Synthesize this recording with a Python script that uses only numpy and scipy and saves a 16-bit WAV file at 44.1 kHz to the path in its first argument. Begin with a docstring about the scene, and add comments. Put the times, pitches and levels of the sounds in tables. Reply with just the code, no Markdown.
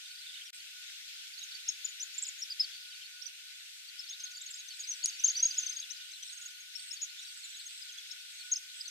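"""An open reservoir: swifts twitter in flight, near and far, and something snaps sharply once.
Calls are gliding sine tones scattered into a short haze; the snap is noise bursts through resonances.
Insects buzz on the bank as narrow noise beaten in level, and a tape drum whines as wavering sine lines.
Shaped stereo noise gives far leaves and water, a treble hiss that rises and sinks partly with them,
and a faint, unsteady bass rumble. The sound drops out once for a moment, under a sharp upper band limit."""
import sys
import numpy as np
from scipy import signal
from scipy.fft import rfft, irfft, next_fast_len
from scipy.io import wavfile
from scipy.ndimage import uniform_filter1d, map_coordinates

SR = 44100
rng = np.random.default_rng(int(sys.argv[2]) if len(sys.argv) > 2 else 0)


def bounce(signal):
    """Save signal as a 16-bit WAV file at the path given by the first command-line argument."""
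    frames = np.transpose(np.atleast_2d(signal))
    limited = np.clip(frames, -1, 1)
    pcm = np.round(limited * 32767).astype(np.int16)
    wavfile.write(sys.argv[1], SR, pcm)


N = 392490  # length [samples]

# Near swift calls, with points at 0, 30, 70 and 100 % of the nominal length:
# (time [s], nominal length [ms], start [Hz], early [Hz], late [Hz], end [Hz],
#  early level [dB], late level [dB], left over right [dB])
NEAR_CALLS = [(0.29, 13, 3660, 3590, 3590, 3210, -37, -45, 2),
              (0.414, 13, 3170, 3160, 3200, 2880, -38, -43, 8),
              (1.334, 12, 4260, 4580, 4830, 4610, -43, -41, -11),
              (1.376, 14, 3930, 4310, 4660, 4620, -39, -40, -20),
              (1.39, 14, 6690, 6560, 6390, 6510, -40, -53, 2),
              (1.41, 13, 3620, 3720, 3840, 3870, -46, -39, -5),
              (1.422, 19, 3850, 3910, 3710, 3650, -44, -44, -13),
              (1.431, 14, 6380, 6670, 6590, 6280, -37, -39, 0),
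              (1.514, 17, 5000, 4760, 3810, 3790, -44, -43, -14),
              (1.546, 23, 4580, 4620, 4560, 4400, -38, -42, -14),
              (1.679, 9, 5350, 5280, 5630, 6180, -32, -30, 2),
              (1.687, 12, 6520, 6590, 6610, 6180, -19, -25, 5),
              (1.698, 8, 5400, 5360, 4860, 3890, -28, -45, 4),
              (1.846, 14, 6850, 7030, 7000, 6820, -26, -27, 7),
              (1.858, 12, 5510, 5250, 5360, 6010, -40, -50, 8),
              (1.885, 22, 6920, 6900, 6680, 6860, -41, -47, 5),
              (2.0, 14, 5190, 5760, 6210, 6280, -33, -33, 4),
              (2.013, 15, 6190, 6020, 5940, 5840, -31, -42, 3),
              (2.024, 14, 6890, 6940, 6810, 6900, -33, -32, 7),
              (2.138, 20, 6940, 6880, 6870, 6800, -44, -46, 12),
              (2.182, 16, 7110, 7490, 7320, 6500, -27, -37, -3),
              (2.22, 22, 6580, 7600, 7860, 6440, -31, -29, -2),
              (2.25, 16, 5020, 5070, 5110, 4510, -41, -44, -2),
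              (2.267, 7, 7060, 6970, 7050, 7160, -32, -35, 6),
              (2.276, 19, 8760, 8540, 6940, 6840, -40, -31, 2),
              (2.386, 20, 6520, 6610, 6970, 7000, -41, -46, 4),
              (2.405, 12, 6900, 6890, 6480, 6110, -38, -50, 10),
              (2.417, 18, 5110, 5550, 5780, 5350, -36, -32, 4),
              (2.434, 8, 5450, 5280, 5080, 5070, -30, -44, 4),
              (2.501, 19, 4530, 4920, 5050, 4840, -32, -37, -1),
              (2.519, 14, 4850, 4800, 4490, 4220, -30, -40, 0),
              (2.598, 21, 4990, 5230, 5130, 4840, -19, -21, 3),
              (2.624, 15, 4710, 4850, 4880, 4850, -41, -32, 2),
              (2.638, 15, 4850, 4730, 4430, 4380, -36, -32, 3),
              (3.055, 16, 4520, 4430, 4400, 4320, -45, -46, -13),
              (3.217, 20, 4380, 5490, 5850, 5770, -36, -44, -15),
              (3.255, 7, 4810, 4610, 4930, 5150, -43, -37, -15),
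              (3.259, 23, 5830, 6020, 5900, 4460, -34, -40, -19),
              (3.99, 22, 4750, 5350, 5040, 4280, -33, -40, 5),
              (4.087, 13, 4910, 5120, 5400, 5280, -41, -44, 0),
              (4.095, 8, 6110, 6250, 6310, 6420, -42, -37, 2),
              (4.102, 22, 6380, 6630, 6510, 6470, -39, -40, 2),
              (4.126, 17, 3770, 3710, 3560, 3370, -41, -42, 1),
              (4.198, 18, 5360, 5030, 4650, 5020, -41, -47, 1),
              (4.199, 21, 6480, 6350, 6110, 5670, -41, -45, 1),
              (4.236, 17, 6360, 6500, 6430, 6310, -32, -35, 1),
              (4.262, 16, 4420, 4350, 4080, 3990, -42, -46, -9),
              (4.308, 19, 6670, 6800, 6100, 5630, -49, -45, 5),
              (4.363, 16, 6360, 6870, 7080, 7010, -49, -40, 2),
              (4.376, 12, 4380, 4590, 4660, 4680, -42, -42, -7),
              (4.413, 16, 6270, 7260, 7750, 7470, -38, -42, -1),
              (4.46, 15, 6260, 6630, 6650, 6600, -38, -42, 0),
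              (4.506, 21, 6920, 7730, 6830, 6080, -38, -49, 0),
              (4.537, 11, 5140, 5070, 4940, 4920, -39, -46, 1),
              (4.542, 13, 6450, 6680, 6920, 6920, -39, -50, 0),
              (4.554, 18, 7600, 7510, 7560, 7620, -40, -52, -1),
              (4.585, 23, 6300, 6590, 6690, 6040, -43, -43, -1),
              (4.678, 17, 6330, 6280, 6190, 6060, -46, -43, 5),
              (4.703, 27, 4370, 4550, 4350, 3660, -43, -43, -1),
              (4.795, 17, 4890, 4870, 4920, 4480, -40, -48, -5),
              (4.795, 30, 6910, 6760, 6460, 6780, -33, -40, -3),
              (4.835, 19, 4970, 4960, 4910, 4510, -37, -38, -1),
              (4.874, 10, 5910, 6110, 6170, 6230, -38, -34, 11),
              (4.883, 30, 6290, 6570, 6520, 5920, -32, -30, -2),
              (4.912, 22, 5890, 5970, 6090, 6080, -28, -40, 8),
              (4.933, 14, 6020, 6030, 5720, 5770, -34, -43, 10),
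              (5.021, 17, 4020, 4370, 4450, 4570, -45, -35, 5),
              (5.037, 9, 4490, 4680, 4890, 4980, -40, -38, 7),
              (5.04, 16, 6730, 6780, 6710, 6260, -23, -24, 2),
              (5.075, 24, 6350, 6480, 6650, 6020, -30, -31, -1),
              (5.091, 14, 4810, 4910, 4700, 4600, -45, -38, -1),
              (5.192, 24, 5390, 6070, 5990, 5980, -36, -41, -5),
              (5.24, 15, 6270, 6470, 6530, 6230, -16, -18, 3),
              (5.251, 14, 4140, 4390, 4400, 3550, -47, -38, 3),
              (5.261, 19, 6860, 7160, 7050, 6880, -23, -29, 6),
              (5.276, 7, 5410, 5450, 5330, 5100, -36, -45, 4),
              (5.28, 21, 6140, 6490, 6220, 5490, -20, -28, 1),
              (5.296, 10, 4290, 4690, 4390, 4290, -35, -39, 4),
              (5.299, 19, 6410, 6790, 6510, 6060, -24, -31, 0),
              (5.349, 21, 4030, 4550, 4660, 4960, -34, -30, 0),
              (5.366, 22, 5760, 6010, 6020, 5620, -27, -27, -2),
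              (5.394, 7, 4650, 4730, 4890, 5090, -29, -31, -1),
              (5.399, 15, 5940, 6070, 5840, 5930, -24, -35, -1),
              (5.428, 15, 6300, 6600, 6510, 6160, -14, -20, 1),
              (5.444, 9, 4860, 4720, 4820, 4910, -27, -37, -1),
              (5.451, 17, 6250, 6580, 6660, 6280, -19, -19, 2),
              (5.478, 16, 5060, 4990, 5410, 5210, -38, -47, 0),
              (5.483, 24, 6230, 6310, 6160, 6540, -34, -40, -4),
              (5.506, 11, 4570, 4750, 4860, 4880, -36, -29, -2),
              (5.51, 28, 6090, 5960, 6410, 6640, -39, -45, -1),
              (5.543, 12, 5930, 6190, 6100, 5620, -37, -40, -5),
              (5.568, 13, 4990, 5040, 5260, 6090, -37, -41, 1),
              (5.58, 19, 6720, 6840, 6760, 6200, -22, -25, 0),
              (5.598, 6, 5020, 4900, 4810, 4920, -39, -38, -1),
              (5.603, 10, 5990, 6280, 6220, 6580, -32, -41, 0),
              (5.617, 15, 6480, 5830, 6670, 6530, -43, -36, -1),
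              (5.631, 13, 6190, 6240, 6190, 6210, -29, -37, -3),
              (5.662, 15, 6110, 6320, 6250, 5860, -28, -31, 3),
              (5.665, 18, 4720, 4610, 4570, 4440, -40, -43, 1),
              (5.693, 20, 6030, 6380, 6210, 6330, -29, -36, 5),
              (5.723, 12, 4890, 5010, 5100, 5000, -32, -46, 0),
              (5.726, 16, 6270, 6280, 6410, 5690, -39, -38, 4),
              (5.76, 11, 4900, 4920, 4750, 4850, -39, -45, 3),
              (5.765, 18, 6540, 6510, 6540, 6570, -30, -37, 3),
              (5.786, 19, 4580, 4530, 5230, 5390, -41, -44, 3),
              (5.798, 16, 6530, 6430, 6460, 6510, -31, -40, 2),
              (5.902, 21, 5210, 5820, 6510, 5760, -33, -33, 15),
              (5.964, 16, 4710, 5030, 4710, 4310, -45, -44, 17),
              (6.114, 15, 6400, 6350, 6180, 5690, -42, -48, 7),
              (6.226, 16, 5660, 6220, 5950, 5970, -36, -41, 6),
              (6.281, 11, 5450, 5500, 5160, 5390, -40, -49, 8),
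              (6.326, 15, 6470, 6650, 6450, 6700, -40, -43, -4),
              (6.371, 13, 6400, 6460, 6490, 6280, -45, -42, -5),
              (6.413, 8, 6540, 6660, 6700, 6680, -43, -42, -2),
              (6.422, 12, 6690, 6750, 6790, 7510, -41, -51, -5),
              (6.455, 20, 6510, 6690, 6690, 6520, -37, -40, -2),
              (6.599, 23, 6380, 6600, 6400, 6490, -47, -47, -2),
              (6.753, 19, 5440, 5510, 5480, 5480, -32, -36, 18),
              (6.909, 14, 5220, 5270, 5480, 5770, -34, -36, 14),
              (6.922, 30, 6450, 6760, 6680, 6410, -39, -39, -2),
              (6.964, 19, 4590, 4610, 4510, 4400, -44, -44, 10),
              (7.009, 11, 5180, 5240, 5630, 5720, -40, -43, 11),
              (7.015, 9, 6720, 6630, 6710, 6790, -40, -29, 6),
              (7.023, 22, 6780, 6820, 6760, 6590, -29, -31, -1),
              (7.043, 15, 6310, 6230, 6000, 5920, -34, -44, 14),
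              (7.192, 16, 6910, 7030, 6940, 7160, -43, -52, 2),
              (7.232, 14, 6860, 6890, 6890, 6520, -48, -52, -7),
              (7.441, 23, 7220, 7090, 7170, 6890, -41, -47, 2),
              (7.488, 28, 6750, 7230, 7080, 6890, -50, -52, -10),
              (7.563, 21, 6400, 6690, 6720, 6350, -44, -48, 2),
              (7.595, 11, 4310, 4310, 4160, 4190, -42, -39, 9),
              (7.659, 21, 6450, 6530, 6440, 6000, -39, -41, 1),
              (7.816, 22, 4790, 5040, 4930, 4810, -41, -43, 10),
              (7.92, 16, 6280, 6440, 6270, 5610, -43, -48, 1),
              (7.975, 17, 6260, 6430, 6400, 6490, -46, -52, -3),
              (8.111, 16, 5570, 5500, 5300, 4940, -34, -42, 14),
              (8.117, 17, 6270, 6680, 6410, 5510, -38, -50, 3),
              (8.383, 10, 6420, 6450, 6420, 6420, -45, -48, -3),
              (8.517, 21, 6280, 6680, 6510, 6060, -21, -21, 3),
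              (8.537, 10, 6260, 5190, 4490, 4580, -33, -45, -3),
              (8.559, 9, 5190, 5190, 5320, 5370, -26, -35, -4),
              (8.563, 20, 6270, 6260, 6100, 5270, -30, -37, 2),
              (8.806, 15, 4710, 5040, 4990, 4410, -33, -37, -5),
              (8.852, 23, 4410, 4520, 4410, 3980, -40, -40, 16),
              (8.878, 13, 6050, 6200, 6110, 5470, -33, -44, -2)]
# Distant swift calls: (time of the middle [s], nominal pitch [Hz], nominal level [dB])
FAR_CALLS = [(0.064, 3660, -46), (0.117, 4420, -46), (0.182, 4920, -51), (0.2, 4800, -49),
             (0.273, 3610, -44), (0.378, 3600, -45), (0.467, 5680, -46), (2.74, 4410, -48),
             (2.759, 4650, -47.5), (2.814, 5000, -49), (2.835, 4540, -51), (2.918, 4650, -50),
             (2.959, 4500, -49), (4.043, 4530, -46), (4.078, 4420, -47), (4.113, 3510, -45.5),
             (4.148, 3930, -47), (4.344, 4690, -48), (4.356, 4750, -43.5), (4.412, 3730, -46),
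             (4.434, 3750, -48), (4.488, 4400, -45), (4.744, 4110, -48), (5.137, 4570, -45),
             (5.152, 4610, -47), (5.827, 3920, -43), (5.842, 3460, -43.5), (6.143, 4050, -48.5),
             (6.17, 3570, -48.5), (6.231, 3230, -46.5), (6.302, 4100, -47), (6.517, 6200, -52),
             (6.8, 4520, -44.5), (7.098, 4280, -49), (7.219, 3970, -46), (7.232, 5800, -46.5),
             (7.26, 3900, -47.5), (7.282, 5680, -52), (7.347, 6590, -59), (7.401, 6730, -54),
             (7.444, 4220, -45), (7.461, 3900, -46), (7.62, 3860, -48), (7.784, 5100, -51),
             (7.901, 3200, -45.5), (7.945, 3320, -46.5), (7.991, 3370, -45.5), (8.084, 6600, -50),
             (8.2, 5830, -55), (8.345, 6590, -51), (8.42, 4280, -47)]
# Cracks of the snap: (time [s], relative level [dB])
SNAP_CRACKS = [(5.0581, -15), (5.059, -12), (5.0613, -26)]
# Resonances of the snap: (centre [Hz], width [Hz], relative level [dB])
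SNAP_MODES = [(5200, 750, 2), (6850, 1500, -5.5), (8700, 2200, -6)]
# Insect phrases: (start [s], end [s], centre of the rasp [Hz], rms level before swell and balance [dB])
INSECT_PHRASES = [(0, 0.507, 8360, -63), (0.524, 0.603, 8200, -52), (3.2, 3.753, 8480, -68),
                  (3.473, 3.92, 7900, -66), (4.45, 4.874, 8300, -62.5), (4.71, 5.15, 8000, -59.5),
                  (5.498, 5.97, 8320, -62.5), (6.003, 6.534, 8070, -60), (6.202, 6.46, 8220, -55),
                  (6.741, 6.975, 8250, -52.5), (7.18, 7.446, 8230, -57), (7.331, 7.848, 7980, -56),
                  (7.625, 7.926, 8230, -58.5), (7.898, 8.896, 8290, -64.5), (8.248, 8.55, 8000, -59.5),
                  (8.722, 8.906, 8020, -54), (5.158, 5.45, 3920, -70), (5.807, 6.15, 2900, -61),
                  (7.101, 7.4, 3950, -65), (7.732, 8.01, 4010, -60.5)]
# Whine and sidebands of the tape drum: (frequency [Hz], relative level [dB])
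DRUM_LINES = [(1439, -80), (1469, -75), (1498, -78), (2397, -79.5), (2697, -93.5)]
# Course of the open air: (time [s], relative level [dB])
AIR_LEVEL = [(0.0, -54), (2.63, -53), (3.2, -56.5), (4.86, -54.5), (5.45, -50), (6.0, -55), (8.9, -55)]
# Spectrum of far leaves and water: (frequency [Hz], relative density [dB per Hz])
AIR_SPECTRUM = [(410, -83), (700, -58.5), (1290, -23), (1480, -7), (1650, -11.5), (2690, -2.5),
                (3120, -2.5), (3400, 0), (6390, -9), (8090, -14), (9000, -21.5), (11700, -60),
                (19800, -120)]
# Spectrum of the treble hiss: (frequency [Hz], relative density [dB per Hz])
HISS_SPECTRUM = [(2000, -23.5), (6000, 15), (9500, 12.5), (12000, 10), (14200, 10), (14500, -32)]
# Spectrum of the faint bass rumble: (frequency [Hz], relative density [dB per Hz])
BASS_SPECTRUM = [(40, -35), (100, 7.5), (220, -10.5), (500, -33), (800, -33)]
# Likeness of left and right noise: (frequency [Hz], correlation [-1 to 1])
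STEREO_LIKENESS = [(1000, 0.31), (3000, -0.25), (7000, -.3), (14000, -0.098)]
# Balance of the noise: (frequency [Hz], left over right [dB])
STEREO_BALANCE = [(1300, -1), (2400, 1), (4400, 3.5), (8000, -1), (15000, 1)]
# The dropout: (start [s], end [s])
DROPOUT = (0.5054, .531)
TOP_HZ = 15579  # upper band limit


def amp(db):
    """Decibel law: twenty decibels are a factor of ten in amplitude."""
    return 10 ** (np.asarray(db) / 20)


def unit(x):
    """Normalisation: scale to a root mean square of 1."""
    return x / np.sqrt(np.mean(x ** 2) + 1e-20)


def along(points, hz):
    """Interpolation of (frequency [Hz], value) points on a logarithmic frequency axis."""
    f, v = np.transpose(points)
    return np.interp(np.log(hz + 1), np.log(f + 1), v)


def wobble(rate):
    """Slow modulation: a smooth curve through random knots, rate of them a second."""
    knots = rng.standard_normal(int(N * rate / SR) + 4)
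    return map_coordinates(knots, [np.arange(N) * rate / SR])


def filtered(x, response):
    """Linear filtering: multiply the spectrum by a complex response of frequency."""
    m = next_fast_len(N + SR // 2)
    return irfft(rfft(x, m) * response(np.fft.rfftfreq(m, 1 / SR)), m)[..., :N]


def whistles(notes, fade_db, flick_db, flutter_db, turn):
    """Frequency modulation: sine tones slide up into each start and close with a quick downward flick."""
    out = np.zeros((2, N + SR))
    share = np.array([0, .3, .7, 1])
    flutter = flutter_db * wobble(350)
    for s, ms, *hz, early_db, late_db, pan_db in notes:
        knots = np.r_[-3, share * ms, ms + 5]  # the slide and flick lie outside the nominal length
        start = round(max(s + knots[0] / 1000, 0) * SR)
        u = np.arange(knots[0], knots[-1], 1000 / SR)  # ms

        def soft(values):
            return uniform_filter1d(np.interp(u, knots, values), size=len(u) // 9, mode="nearest")

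        level_db = soft([early_db - flick_db, early_db - fade_db, early_db,
                         late_db, late_db - fade_db, late_db - flick_db])
        edge = np.clip(np.minimum(u - knots[0], knots[-1] - u) / 2, 0, 1)  # 2 ms to open and close
        level = amp(level_db + np.resize(flutter[start:], len(u))) * edge
        pitch = soft([.9 * hz[0], *hz, .76 * hz[-1]])
        phase = 2 * np.pi * np.cumsum(pitch) / SR
        # a bird off to one side reaches the two channels at unlike level and phase
        gains = np.sqrt(2 / (1 + amp([[-2 * pan_db], [2 * pan_db]])))
        tone = np.sin(phase + [[-turn * pan_db], [turn * pan_db]])
        out[:, start:start + len(u)] += gains * level * tone
    return out[:, :N]


def far_flock(count, far_db):
    """Superposition: distant calls arch shallowly and fall, with fainter ones at random moments around."""
    draws = rng.uniform([1.5, -.3, 3003, -6], [len(FAR_CALLS), .3, 5000, 3], (count, 4))
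    pick, late, hz, spread_db = draws.T
    faint_s = np.array(FAR_CALLS)[pick.astype(int), 0] + late
    faint = np.column_stack([faint_s, hz, far_db + spread_db])
    s, top, db = np.vstack([FAR_CALLS, faint]).T
    ms, pan_db = rng.uniform([16, -8], [28, 8], (len(s), 2)).T
    arch = top[:, None] * [.97, 1.02, .98, 0.78]
    notes = np.column_stack([s - ms / 2000, ms, arch, db, db - 3.5, pan_db])
    return whistles(notes[s < N / SR], fade_db=8.5, flick_db=16.5, flutter_db=4, turn=0.022)


def snap():
    """Impulse excitation: cracks within milliseconds ring short bright resonances."""
    blows = np.zeros((2, N))
    t = np.arange(200) / SR
    for s, db in SNAP_CRACKS:
        decay = amp(db + 10 - 60 * t / 0.0038)  # falls 60 dB in 3.8 ms
        burst = decay * (1 - np.exp(-t / 0.00022))
        blows[:, round(s * SR):][:, :200] += burst * rng.standard_normal(200) * amp([[2], [-2]])

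    def response(f):
        body = 0
        for k, (centre, width, db) in enumerate(SNAP_MODES):
            mode = 1j * f * width / (centre ** 2 - f ** 2 + 1j * f * width)
            body = body + (-1) ** k * amp(db) * mode  # neighbours in opposite phase
        low_cut = (1j * f / 3000) ** 4 / (1 + 1j * f / 3000) ** 4
        return 2 * body * low_cut / (1 + (f / 11000) ** 10)

    return filtered(blows, response)


def banks(x, t60, wet_db):
    """Diffuse scattering: water and banks return the calls as a haze falling 60 dB in t60 seconds."""
    t = np.arange(SR // 2) / SR
    onset = np.clip(t / 0.0025, 0, 1)
    tail = rng.standard_normal((2, len(t))) * amp(-60 * t / t60) * onset
    return amp(wet_db) * signal.fftconvolve(x, tail / np.linalg.norm(tail[0]), axes=1)[:, :N]


def insects(rate, depth_db, sharp, lag):
    """Amplitude modulation: narrow noise beats rate times a second; the left hears it lag seconds late."""
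    out = np.zeros(N)
    t = np.arange(N) / SR
    for s, end, hz, db in INSECT_PHRASES:
        u = t[round(s * SR):round(end * SR)] - s
        beat = amp(depth_db * np.cos(2 * np.pi * rate * u + rng.uniform(0, 2 * np.pi)))
        wing = signal.iirpeak(hz, sharp, SR)
        rasp = signal.lfilter(*wing, rng.standard_normal(len(u)))
        rasp = signal.lfilter(*wing, rasp)
        swell = np.clip(np.minimum(u, u[-1] - u) / .045, 0, 1)  # 45 ms in and out
        out[round(s * SR):][:len(u)] += amp(db) * swell * unit(beat * rasp)

    def to_channels(hz):
        return amp([[-3], [3]]) * np.exp(-2j * np.pi * hz * np.array([[lag], [0]]))

    return filtered(out, to_channels)


def drum():
    """Line spectrum: the tape drum's whine and sidebands are sines wavering in strength and phase."""
    t = np.arange(N) / SR
    whine = np.zeros(N)
    for hz, db in DRUM_LINES:
        level = amp(db + 4.5 + 4.9 * wobble(9))
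        whine += level * np.sin(2 * np.pi * hz * t + 1.2 * wobble(11))
    return whine * amp([[-3], [2.5]])


def rush(spectrum, patchy_db):
    """Partly correlated noise: mid and side set the stereo likeness; gain varies in random patches."""
    z = signal.stft(rng.standard_normal((2, N)), nperseg=256)[2]
    field = uniform_filter1d(rng.standard_normal(z.shape[1:]), size=4, axis=0)  # over frequency
    field = uniform_filter1d(field, size=10, axis=1)  # over time
    pair = signal.istft(z * amp(patchy_db * unit(field)), nperseg=256)[1][:, :N]

    def mid_side(hz):
        angle = np.arccos(np.clip(along(STEREO_LIKENESS, hz), -1, 1)) / 2
        return amp(along(spectrum, hz)) * [np.cos(angle), np.sin(angle)]

    def balance(hz):
        return amp(along(STEREO_BALANCE, hz) * np.array([[.5], [-.5]]))

    mid, side = filtered(pair, mid_side)
    return filtered(np.array([mid + side, mid - side]), balance) / np.std(mid)


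def air():
    """Broadband noise: far leaves and water, a treble hiss that rises and sinks partly with them, a rumble."""
    s, points_db = np.transpose(AIR_LEVEL)
    air_db = np.interp(np.arange(N) / SR, s, points_db)
    far = amp(air_db + 2 + .7 * wobble(8)) * rush(AIR_SPECTRUM, patchy_db=1.5)
    hiss = amp(-61 + .6 * (air_db - air_db.mean())) * rush(HISS_SPECTRUM, patchy_db=.8)
    rumble = amp(-106 + 5.3 * wobble(9.7)) * rush(BASS_SPECTRUM, patchy_db=2.5)
    return far + hiss + rumble


def scene():
    """Superposition of direct calls and snap, their scattered haze, and the quieter sources."""
    near = whistles(NEAR_CALLS, fade_db=10, flick_db=16, flutter_db=1.6, turn=.03)  # turn [rad per dB]
    birds = near + far_flock(count=90, far_db=-50.5) + snap()
    echo = banks(birds, t60=0.11, wet_db=-13.5) + banks(birds, t60=0.57, wet_db=-21)
    return birds + echo + insects(rate=102, depth_db=4, sharp=25, lag=.000035) + drum() + air()


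def record(dry):
    """Gating and band limiting: the level drops out briefly; nothing is kept above TOP_HZ."""
    start, end = DROPOUT
    times = [start, start + 0.0005, end - .006, end - .0005, end]
    gap_db = np.interp(np.arange(N) / SR, times, [-1, -30, -39, -5, -0.5])
    return filtered(dry * amp(gap_db), lambda hz: hz < TOP_HZ)


dry = scene()
out = record(dry)
bounce(out)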